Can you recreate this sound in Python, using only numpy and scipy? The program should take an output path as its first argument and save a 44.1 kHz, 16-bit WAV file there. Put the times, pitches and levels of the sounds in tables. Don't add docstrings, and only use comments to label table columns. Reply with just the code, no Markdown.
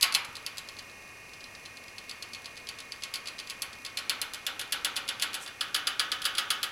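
import sys
import numpy as np
from scipy import signal
from scipy.fft import rfft, irfft
from scipy.io import wavfile

SR = 44100
rng = np.random.default_rng(int(sys.argv[2]) if len(sys.argv) > 2 else 0)


def bounce(signal):
    frames = np.transpose(np.atleast_2d(signal))
    limited = np.clip(frames, -1, 1)
    pcm = np.round(limited * 32767).astype(np.int16)
    wavfile.write(sys.argv[1], SR, pcm)


N = 295911


def from_db(db):
    return 10 ** (np.asarray(db) / 20)


def in_time(rows, s):
    return np.interp(s, *np.transpose(rows))


def at_hz(points, hz, column=1):
    points = np.array(points)
    return np.interp(np.log(np.maximum(hz, 1)), np.log(points[:, 0]), points[:, column])


def fade(t, t60):
    return np.exp(-np.log(1000) * t / t60)


def convolve(x, response):
    return signal.fftconvolve(x, response)[:N]


def colour(points, size=2048):
    cepstrum = irfft(np.log(from_db(at_hz(points, np.fft.rfftfreq(size, 1 / SR)))))
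    cepstrum[1:size // 2] *= 2
    cepstrum[size // 2 + 1:] = 0
    response = irfft(np.exp(rfft(cepstrum)))
    return response / np.linalg.norm(response)


def noise(points):
    gain = from_db(at_hz(points, np.fft.rfftfreq(N, 1 / SR)))
    shaped = irfft(rfft(rng.standard_normal(N)) * gain, N)
    return shaped / np.sqrt(np.mean(shaped ** 2))


def modes(table, place, build_s):
    t = np.arange(SR * 2 // 3) / SR
    rings = sum((-1) ** k * from_db(db[place]) * np.sin(2 * np.pi * hz * t) * fade(t, t60)
                for k, (hz, t60, *db) in enumerate(table))
    return rings * (1 - np.exp(-t / build_s))


def reverberation(table, build_s, place=0):
    t = np.arange(SR) / SR
    white, hz = rfft(rng.standard_normal(SR)), np.fft.rfftfreq(SR, 1 / SR)
    edges, out = np.geomspace(100, 17000, 44), 0
    for low, high in zip(edges, edges[1:]):
        centre = np.sqrt(low * high)
        envelope = fade(t, at_hz(table, centre)) * (1 - np.exp(-(t / build_s) ** 2))
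        band = irfft(white * (hz >= low) * (hz < high), SR) * envelope
        gain = from_db(at_hz(table, centre, column=2 + place)) * np.sqrt(2 * (high - low) / SR)
        out += gain * band / np.linalg.norm(band)
    return out


# frequency_hz, relative_db
ROOM_SPECTRUM = [(25, -2), (45, 0), (105, 3), (160, -1), (250, 2.5), (360, 0), (500, 2), (950, -2),
                 (1170, 3.5), (1400, -6), (1750, 2.5), (2050, -2.5), (2650, 3), (3300, -10.5), (4500, -6),
                 (9000, -14.5), (10400, -14.5), (15500, -24)]

def room_noise(rms_db):
    return from_db(rms_db) * noise(ROOM_SPECTRUM)


# pitch_hz, rms_db
MOTOR_HUM = (102, -72.5)
# lower_hz, lower_rms_db, upper_rms_db
MOTOR_TONES = [(1863, -63, -64), (2151, -61, -61), (2437, -60, -58), (2498, -64, -76), (2724, -66, -67),
               (5830, -71, -73), (6115, -72, -73), (9872, -81, -84), (10160, -77, -76), (10448, -80, -83),
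               (11531, -83, -84), (12182, -85, -86)]

def motor_whine(pair_gap_hz, waver_db, speed_spread):
    t = np.arange(N) / SR
    knots = np.linspace(0, t[-1], num=50)
    speed = 1 + speed_spread * np.interp(t, knots, rng.standard_normal(len(knots)))
    turning = np.cumsum(speed) / SR
    hum_hz, hum_db = MOTOR_HUM
    out = from_db(hum_db) * np.sin(2 * np.pi * hum_hz * t)
    for hz, lower_db, upper_db in MOTOR_TONES:
        flutter = from_db(-waver_db * np.interp(t, knots, rng.standard_normal(len(knots))))
        for tone_hz, db in (hz, lower_db), (hz + pair_gap_hz, upper_db):
            out += flutter * from_db(db) * np.sin(2 * np.pi * (tone_hz * turning + rng.random()))
    return np.sqrt(2) * out


# start_s, level_db, rattle_s, lift_s, settle_s, brightness_db
KNOCKS = [(0.028, 11, .0005, .017, .013, 1), (0.149, 8, .001, .025, .005, -1), (0.248, -14, .004, 0, 0, 12),
          (0.354, -12.5, .0024, 0, .013, -5), (0.464, -4.5, .001, 0, 0, -4), (0.582, -8, .002, .010, 0, 3),
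          (0.688, -13, .0006, 0, 0, -2), (0.788, -16, .0005, .020, .004, -10), (0.897, -24, .001, 0, 0, -6),
          (1.335, -19, .0003, 0, 0, -11), (1.441, -16.5, .0006, .034, 0, -11),
          (1.551, -19, .0003, 0, 0, -12), (1.659, -15.5, .0003, .005, 0, -13), (1.771, -19, .0003, 0, 0, 2),
          (1.882, -20.5, .0003, 0, 0, -8), (1.982, -13, .006, 0, 0, -16), (2.095, -10.5, .004, 0, .017, -4),
          (2.2245, -8.5, .0003, 0, 0, -4), (2.334, -11.5, .0035, 0, .014, -13),
          (2.458, -11.5, .0003, .013, 0, -12), (2.568, -19, .0003, 0, .006, -8),
          (2.689, -7, .0003, .018, 0, -14), (2.787, -14.5, .0007, 0, .016, -6),
          (2.921, -9, .0003, 0, 0, -22), (3.0365, -5.5, .0003, .014, 0, -13),
          (3.139, -3.5, .016, 0, .018, 0), (3.273, -7.5, .0034, .015, .011, -13),
          (3.390, -10.5, .001, .006, .009, -17), (3.499, -8.5, .0005, .026, .007, 1),
          (3.620, -1.5, .005, 0, 0, 16), (3.730, -17, .005, 0, 0, -5), (3.849, -9, .0046, 0, .014, -10),
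          (3.972, -2, .007, 0, .016, -5), (4.096, 3.8, .0003, 0, 0, 0), (4.2156, -1, .0005, 0, 0, 18),
          (4.336, -9.5, .001, 0, .009, 12), (4.466, -.5, .0023, 0, 0, 2), (4.594, -5.5, .010, 0, .019, 9),
          (4.723, 1.3, .0008, 0, .006, 5), (4.8475, 2.7, .0003, 0, 0, 6), (4.965, -2, .0009, .006, .008, 0),
          (5.089, -.7, .004, .010, 0, -5), (5.223, 3, .0036, .025, .010, 0),
          (5.343, -4.5, .002, .011, .007, 6), (5.462, -14.5, .0034, 0, .015, 4),
          (5.609, -.7, .003, 0, 0, -15), (5.745, 2, .018, 0, .017, 2), (5.871, 1, .005, 0, .005, -3),
          (5.9955, 3, .0048, 0, .005, -8), (6.118, -1, .001, 0, .004, -7), (6.253, 2, .007, .034, .009, 2),
          (6.382, 1.8, .007, .030, .010, -4), (6.504, 2.5, .0028, 0, .008, 3),
          (6.630, -1.5, .003, 0, .010, 9)]
# offset_db, db_per_knock_db, rattle_s
LIFT_TOUCH = (-10.5, .65, .0008)
ROLL_TOUCH = (-14, 1.14, .006)
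SETTLE_TOUCH = (-6.5, .5, .0018)

def contacts(roll_share=0.3):
    rows = []
    for s, db, rattle_s, lift_s, settle_s, bright_db in KNOCKS:
        rows.append((s, db, rattle_s, bright_db))
        touches = (-lift_s, LIFT_TOUCH), (-lift_s * roll_share, ROLL_TOUCH), (settle_s, SETTLE_TOUCH)
        for delay_s, (offset_db, slope, touch_rattle_s) in touches:
            if delay_s:
                rows.append((s + delay_s, offset_db + slope * db, touch_rattle_s, bright_db))
    return np.array(rows)


# frequency_hz, relative_db
STEEL_CLICK = [(100, -26), (900, -23), (1700, -15), (2300, -3.5), (3300, -2), (4800, 1.5), (5800, -7.5),
               (8100, -6.5), (9000, -11), (10400, -2), (11600, -11), (13200, -9), (15000, -26),
               (16200, -23)]
# time_s, pitch_hz
TUBE_RESONANCE = [(0, 4290), (4.3, 4300), (4.5, 3220), (5.35, 3600), (5.6, 4627), (5.75, 4380),
                  (5.87, 3500), (6.7, 3300)]

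def valve_ball(bounces_per_s, scatter_db, scatter_t60_s, pitch_spread, ring_width_hz):
    t = np.arange(SR // 20) / SR
    click, out = colour(STEEL_CLICK), np.zeros(N + SR)
    treble = signal.butter(1, 8000, "high", fs=SR)
    for s, db, rattle_s, bright_db in contacts():
        ring_hz = in_time(TUBE_RESONANCE, s) * np.exp(pitch_spread * rng.standard_normal())
        bounces = rng.random(len(t)) < bounces_per_s / SR
        hits = 0.65 * bounces * rng.standard_normal(len(t)) * np.exp(-t / max(rattle_s, 6e-4))
        hits[0] = 1
        scatter = rng.standard_normal(len(t)) * fade(t, scatter_t60_s)
        hits = hits / np.linalg.norm(hits) + from_db(scatter_db) * scatter / np.linalg.norm(scatter)
        tick = signal.fftconvolve(hits, click)[:len(t)]
        resonance = signal.iirpeak(ring_hz, ring_hz / ring_width_hz, fs=SR)
        tick += from_db(3.5) * signal.lfilter(*resonance, tick)
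        tick += (from_db(bright_db) - 1) * signal.lfilter(*treble, tick)
        cutoff_hz = np.clip(16100 + 380 * db, SR / 5, 0.45 * SR)
        tick = signal.lfilter(*signal.butter(2, cutoff_hz, fs=SR), tick)
        start = max(round(s * SR), 0)
        out[start:start + len(t)] += from_db(db) * tick / np.linalg.norm(tick)
    return out[:N]


def blows():
    s, db = contacts()[:, :2].T
    out = np.zeros(N)
    out[np.round(s * SR).astype(int)] = from_db(db) * rng.choice([-1, 1], len(s))
    return out


# pitch_hz, t60_s, front_db, corner_db, side_db
SPOUT_MODES = [(3110, 0.16, -53, -39, -31.5), (3350, 0.059, -28.5, -44, -28),
               (3507, 0.038, -45, -19.5, -27), (3560, 0.2, -45, -31, -51), (4310, 0.028, -27.5, -29, -25),
               (4620, 0.055, -51, -51, -33), (4750, 0.097, -53, -55, -29), (4980, 0.013, -14.5, -40, -17.5),
               (6290, 0.019, -23, -54, -47), (10300, 0.049, -45, -25.5, -32), (10400, 0.089, -51, -39, -29),
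               (10860, 0.057, -36, -47, -48), (13800, 0.054, -53, -36, -49)]

def spout_ring(push, nearness):
    return sum(near * convolve(push, modes(SPOUT_MODES, k, build_s=0.00045))
               for k, near in enumerate(nearness))


# pitch_hz, t60_s, front_db, corner_db, side_db
CAGE_MODES = [(298, 1, -75, -60.5, -65), (552.5, 0.98, -66, -58.5, -64), (768, 0.36, -71, -51.5, -66),
              (847, 0.56, -65, -60, -57.5), (947, 0.6, -58, -54, -63), (1096.6, 0.38, -45, -75, -59),
              (1158, 0.37, -73, -67, -53), (1257.5, 0.42, -59, -60, -46.5), (1332, 0.21, -63, -59, -52),
              (1419, 0.26, -61, -41.5, -50.5), (1508, 0.3, -70, -55, -49), (1707, 0.15, -60, -41, -40.5),
              (1943, 0.2, -51, -49.5, -59), (2182, 0.29, -47.5, -65, -56), (2373, 0.22, -42, -47, -60),
              (2610, 0.071, -36.5, -41, -64), (2870, 0.077, -43, -28.5, -55), (3000, 0.19, -47.5, -48, -41)]
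# frequency_hz, t60_s, front_db, corner_db, side_db
CAGE_REVERB = [(150.04, 0.45, -20, -22, -20), (240, 1, -26, -12, -17), (400, 0.87, -13, -6, -8.5),
               (635, 0.34, -12, -6.5, -12.5), (830, 0.76, -1.5, 1.5, -2.5), (1050, 1, -4.5, -5, -9.5),
               (1130, 0.72, 1, 0, 3.5), (1390, 0.75, 2, 7, 6.5), (1770, 0.46, -1.5, 3.5, 5),
               (2180, 0.42, 3, -3.5, -3), (3180, 0.39, 1, 5.5, 5), (4400, 0.29, -14, -2, -5.5),
               (8200, 0.21, -32, -34, -23)]
# front_db, corner_db, side_db
CAGE_GAIN = (1, 4.5, 4.5)

def cage_shake(push, place, nearness):
    shake = push * from_db(np.interp(place, [0, 1, 2], CAGE_GAIN))
    out = 0
    for k, near in enumerate(nearness):
        out += near * convolve(shake, modes(CAGE_MODES, k, build_s=0.0038))
        out += np.sqrt(near) * convolve(shake, reverberation(CAGE_REVERB, build_s=0.0024, place=k))
    return out


# frequency_hz, t60_s, level_db
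CLICK_REVERB = [(500, .45, -7), (2430, 0.75, -10), (4300, 0.32, -12), (6000, 0.31, -9.5),
                (9000, 0.08, -10.5), (10600, 0.17, -9), (12000, 0.24, -12), (13600, .16, -14),
                (15500, .12, -18)]

def click_echoes(ticks):
    return convolve(ticks, reverberation(CLICK_REVERB, build_s=0.0022))


def wire_ping(start_hz, end_hz, fall_s, peak_s):
    t = np.arange(SR // 20) / SR
    hz = end_hz + (start_hz - end_hz) * np.exp(-t / fall_s)
    ping = np.sin(2 * np.pi * np.cumsum(hz) / SR) * t * np.exp(-t / peak_s)
    return ping / np.linalg.norm(ping)


# time_s, place (0 front, 1 corner post, 2 side)
LISTENER_PATH = [(0, 0.013), (3.6, 0.058), (4.15, 0.36), (4.5, 0.85), (5.3, 0.51), (5.6, 2), (6.7, 2.04)]

def water_bottle():
    ticks = valve_ball(bounces_per_s=3000, scatter_db=1.5, scatter_t60_s=0.053,
                       pitch_spread=0.046, ring_width_hz=196)
    push = blows()
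    place = np.clip(in_time(LISTENER_PATH, np.arange(N) / SR), 0, 2)
    nearness = [np.maximum(1 - abs(place - k), 0) for k in range(3)]
    spout = spout_ring(push, nearness)
    cage = cage_shake(push, place, nearness)
    ping = wire_ping(start_hz=4720, end_hz=2560, fall_s=0.00439, peak_s=0.0031)
    wires = place / 2 * convolve(push, ping)
    return (from_db(-2) * ticks + from_db(-1) * click_echoes(ticks) + from_db(-6.5) * spout
            + from_db(-1.53) * cage + from_db(-7) * wires)


# start_s, pitch_hz, level_db, t60_s
FRAME_BUMPS = [(0.029, 190, -31, 0.0091), (0.288, 110, -41, 0.034)]

def frame_bumps():
    out = 0
    for s, hz, db, t60 in FRAME_BUMPS:
        age = np.maximum(np.arange(N) / SR - s, 0)
        out += from_db(db) * np.sin(2 * np.pi * hz * age) * fade(age, t60)
    return out


def tongue_ticks(per_s, level_db, spread_db, ring_t60_s):
    t = np.arange(SR // 20) / SR
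    touches = (rng.random(N) < per_s / SR) * from_db(level_db + spread_db * rng.uniform(-1, 1, N))
    burst = rng.standard_normal(len(t)) * fade(t, ring_t60_s)
    ring = signal.fftconvolve(burst, colour(STEEL_CLICK))
    return convolve(touches, ring / np.linalg.norm(ring))


# peak_s, level_db, swell_s, fade_s
BRUSH_STROKE = (5.432, -45, .026, .024)
# frequency_hz, relative_db
BRUSH_SPECTRUM = [(500, -21), (3000, -8), (6000, -1), (8800, 4), (12000, -6), (15500, -22)]

def cage_brush():
    peak_s, db, swell_s, fade_s = BRUSH_STROKE
    t = np.arange(N) / SR - peak_s
    envelope = np.exp(-(t / np.where(t < 0, swell_s, fade_s)) ** 2)
    return from_db(db) * envelope * noise(BRUSH_SPECTRUM)


def scene():
    out = room_noise(rms_db=-51) + water_bottle() + frame_bumps()
    out += tongue_ticks(per_s=11, level_db=-31.5, spread_db=2, ring_t60_s=0.0075)
    out += cage_brush()
    out += motor_whine(pair_gap_hz=30.5, waver_db=1, speed_spread=0.000468)
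    return out[None]


def record(dry):
    return signal.sosfilt(signal.ellip(10, 0.1, 80, 15900, fs=SR, output="sos"), dry)


dry = scene()
out = record(dry)
bounce(out)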